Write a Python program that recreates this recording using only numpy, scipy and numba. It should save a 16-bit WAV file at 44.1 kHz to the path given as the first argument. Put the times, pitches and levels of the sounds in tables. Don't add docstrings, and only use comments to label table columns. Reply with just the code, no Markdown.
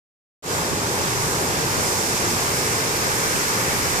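import sys
import numpy as np
from scipy import signal
from scipy.fft import rfft, irfft
from scipy.io import wavfile
from scipy.ndimage import uniform_filter1d, map_coordinates
from numba import njit

SR = 44100
rng = np.random.default_rng(int(sys.argv[2]) if len(sys.argv) > 2 else 0)


def level_to_linear(level):
    exponent = np.asarray(level, float) / 20
    return 10 ** exponent


def digitize_waveform(pressure):
    field = np.atleast_2d(pressure).T
    bounded = np.clip(field, -1, 1)
    quanta = np.round(bounded * 32767).astype(np.int16)
    wavfile.write(sys.argv[1], SR, quanta)


N = 176400
HZ = np.fft.rfftfreq(N, 1 / SR)

# (time [s], level [dB])
BACKWASH_LEVELS = [
    (.4, -25),
    (1.0, -25.5),
    (1.5, -25.5),
    (1.9, -25.5),
    (2.2, -26),
    (2.6, -25.5),
    (2.9, -27),
    (3.2, -26),
    (3.5, -26),
    (4.0, -27.5),
]
# (time [s], level [dB])
BREAKER_LEVELS = [
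    (.4, -38),
    (1.0, -35),
    (1.6, -33.5),
    (2.2, -31),
    (2.8, -29.5),
    (3.4, -26.5),
    (4.0, -27),
]
# (time [s], level [dB])
SPRAY_LEVELS = [
    (.4, -41),
    (.9, -33),
    (1.4, -30.5),
    (1.8, -30.5),
    (2.15, -27),
    (2.5, -29),
    (3.0, -28),
    (3.3, -29),
    (4.0, -28),
]
# (frequency [Hz], level [dB per Hz])
BACKWASH_TONE = [(25, -28), (60, -5.5), (120, 3.5), (240, -3), (430, -1), (1000, -5.5), (3500, -13.5),
                 (15000, -14.5)]
BREAKER_COLOUR = [(300, -32), (800, -7), (1400, -1.5), (2200, 1.8), (2800, -5.5), (3300, -9), (8000, -20.5),
                  (15000, -4)]
SPRAY_COLOUR = [(1000, -7), (3000, -10), (4300, -5), (5200, -0.3), (7500, -4), (9000, -1), (10000, -2.5),
                (15000, -5)]
# (time [s], level [dB], port [0 left, 1 right])
WIND_PUFFS = [
    (.6, -35, 1),
    (.73, -26, 1),
    (1.0, -32, 1),
    (1.6, -33, 0),
    (1.79, -25.5, 0),
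    (2.38, -31, 1),
    (3.36, -30, 0),
    (3.7, -36, 0),
    (3.92, -35, 1),
]

# (frequency [Hz], gain [dB])
LEFT_BODY = [(200, 2.2), (450, 5.5), (700, 1), (1200, 7), (1700, 5), (2100, 4.5), (2800, 1.5), (3500, 0)]
RIGHT_BODY = [(200, 0), (420, 1), (600, -3), (900, 3.5), (1150, -3.5), (1600, 2), (2100, -7), (2500, -0.5)]
# (frequency [Hz], gain [dB])
LEFT_TREBLE = [(3500, 0.1), (4300, 1.5), (5100, 5.5), (5800, 6), (6500, 0.5), (7200, -6.5), (8800, -9),
               (9500, -15)]
RIGHT_TREBLE = [(2500, 2.86), (3200, 2.5), (4000, 4.8), (5500, 4.3), (7300, 10.5), (8500, 5.6),
                (10000, 1.8), (14000, 0.12)]
# (frequency [Hz], share [0-1])
COMMON_SHARE = [(50, .75), (200, .985), (470, .98), (700, .62), (880, .78), (1080, .6), (1300, .78),
                (1750, .4)]
# (frequency [Hz], factor on the common share [1])
COMMON_SHARE_TREBLE = [(2400, 1.), (2900, .3), (3700, 1.2), (4400, .3), (5300, 1.), (6200, .3), (8000, .2)]
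# (frequency [Hz], phase [rad])
LEFT_TRAIL_LOW = [(40, 0), (300, .36), (500, .6), (650, 1.4), (900, .85), (1080, 1.2), (1400, 3.),
                  (1850, 3.)]
LEFT_TRAIL_HIGH = [(1850, 0), (2200, 2.7), (2600, 3.6), (3500, 4.3), (4000, 6.4), (5000, 8.4), (5500, 10.7),
                   (6000, 12.4)]

SWELL_DB, PATCH_DB, FLICKER_DB = 0.38, 0.72, 0.37
BUBBLES_PER_S, BUBBLE_DB, BUBBLE_SPREAD_DB = 1500, -41, 3.5
BUBBLE_LOW_HZ, BUBBLE_OCTAVES, BUBBLE_CYCLES = 355.4, 4.5, 8.3
WIND_DB, WIND_HZ, GUST_DB = -48.5, 68, 5
PUFF_S, PUFF_HZ = 0.016, 109
LEFT_EDGE_HZ, LEFT_FALL_DB_OCT = 9500, 200
TOP_HZ = 14540
START_S, FADE_S, FADE_BEND = .4235, .1, .78


def water(tone, levels):
    noise = irfft(rfft(rng.standard_normal((3, N))) * level_to_linear(curve(tone, HZ)), N)
    times, db = np.array(levels).T
    roar = level(churn(noise)) * level_to_linear(np.interp(np.arange(N) / SR, times, db))
    return at_ports(roar[0], roar[1:])


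def churn(x):
    f, t, z = signal.stft(x, SR, nperseg=512)
    frames_per_s = SR / 256
    band_hz = 60 * 2 ** (np.arange(25) / 3)
    patches = uniform_filter1d(walk(5.4, (25, len(t)), frames_per_s), size=5, axis=0)
    db = SWELL_DB * walk(3, len(t), frames_per_s) + PATCH_DB * patches / patches.std()
    db = db + FLICKER_DB * walk(20, patches.shape, frames_per_s)
    row = np.interp(np.log(np.maximum(f, 1)), np.log(band_hz), np.arange(25))
    db = map_coordinates(db, np.meshgrid(row, np.arange(len(t)), indexing="ij"), order=1)
    return signal.istft(z * level_to_linear(db), SR, nperseg=512)[1][..., :N]


def foam():
    rows = []
    for _ in range(3):
        when, pitch, rarity = rng.random((int(BUBBLES_PER_S * N / SR), 3)).T
        start = (when * N).astype(np.int64)
        size = level_to_linear(-BUBBLE_SPREAD_DB * np.log(1 - .98 * rarity))
        hz = np.minimum(BUBBLE_LOW_HZ * 2 ** (BUBBLE_OCTAVES * pitch), SR / 4)
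        rows.append(level(ring(np.zeros(N), start, hz, BUBBLE_CYCLES, size, 0.15)))
    return level_to_linear(BUBBLE_DB) * at_ports(rows[0], np.array(rows[1:]))


@njit
def ring(out, at, hz, cycles, size, glide):
    for k in range(len(at)):
        n = cycles * SR / hz[k]
        phase = 0.
        for i in range(min(int(4 * n), len(out) - at[k])):
            phase += 2 * np.pi * hz[k] * (1 + glide * i / n) / SR
            out[at[k] + i] += size[k] * np.exp(-1.5 * i / n) * np.sin(phase)
    return out


def wind():
    t = np.arange(N) / SR
    puffs = np.zeros((2, N))
    for s, db, port in WIND_PUFFS:
        puffs[int(round(port))] += level_to_linear(db) * np.exp(-((t - s) / PUFF_S) ** 2)
    gusts = level_to_linear(WIND_DB + GUST_DB * walk(2.4, (2, N), SR))
    return gusts * swirl(WIND_HZ) + puffs * swirl(PUFF_HZ)


def swirl(hz):
    ratio = HZ / hz
    shape = ratio ** 2 / (1 + ratio ** 3.64)
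    return level(irfft(rfft(rng.standard_normal((2, N))) * shape, N))


def at_ports(common, own):
    share = np.clip(curve(COMMON_SHARE, HZ) * curve(COMMON_SHARE_TREBLE, HZ), 0, 1)
    trail = curve(LEFT_TRAIL_LOW, HZ) + curve(LEFT_TRAIL_HIGH, HZ)
    late = np.array([np.exp(-1j * trail), np.ones(len(HZ))])
    shared = np.sqrt(share) * late * rfft(common)
    alone = np.sqrt(1 - share) * rfft(own)
    return irfft(shared + alone, N)


def walk(rate, shape, per_s):
    k = max(int(per_s / rate), 1)
    w = uniform_filter1d(rng.standard_normal(shape), k, axis=-1)
    w = uniform_filter1d(w, k, axis=-1)
    w = w - uniform_filter1d(w, 4 * k, axis=-1)
    return w / w.std()


def curve(table, x):
    table = np.array(table, float)
    return np.interp(np.log(np.maximum(x, 1)), np.log(table[:, 0]), table[:, 1])


def level(x):
    return x / np.sqrt(np.mean(x ** 2))


def scene():
    backwash = water(BACKWASH_TONE, BACKWASH_LEVELS)
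    breaker = water(BREAKER_COLOUR, BREAKER_LEVELS)
    spray = water(SPRAY_COLOUR, SPRAY_LEVELS)
    return backwash + breaker + spray + foam() + wind()


def roll_off(x):
    return signal.sosfilt(signal.butter(12, 14540, fs=SR, output="sos"), x)


def record(dry):
    left_fall = np.clip(LEFT_FALL_DB_OCT * np.log2(np.maximum(HZ, 1) / LEFT_EDGE_HZ), 0, 60)
    left = level_to_linear(curve(LEFT_BODY, HZ) + curve(LEFT_TREBLE, HZ) - left_fall)
    right = level_to_linear(curve(RIGHT_BODY, HZ) + curve(RIGHT_TREBLE, HZ))
    fade = np.clip((np.arange(N) / SR - START_S) / FADE_S, 0, 1) ** FADE_BEND
    heard = irfft(rfft(dry) * np.array([left, right]) * (HZ < TOP_HZ), N) * fade
    return roll_off(heard)


dry = scene()
out = record(dry)
digitize_waveform(out)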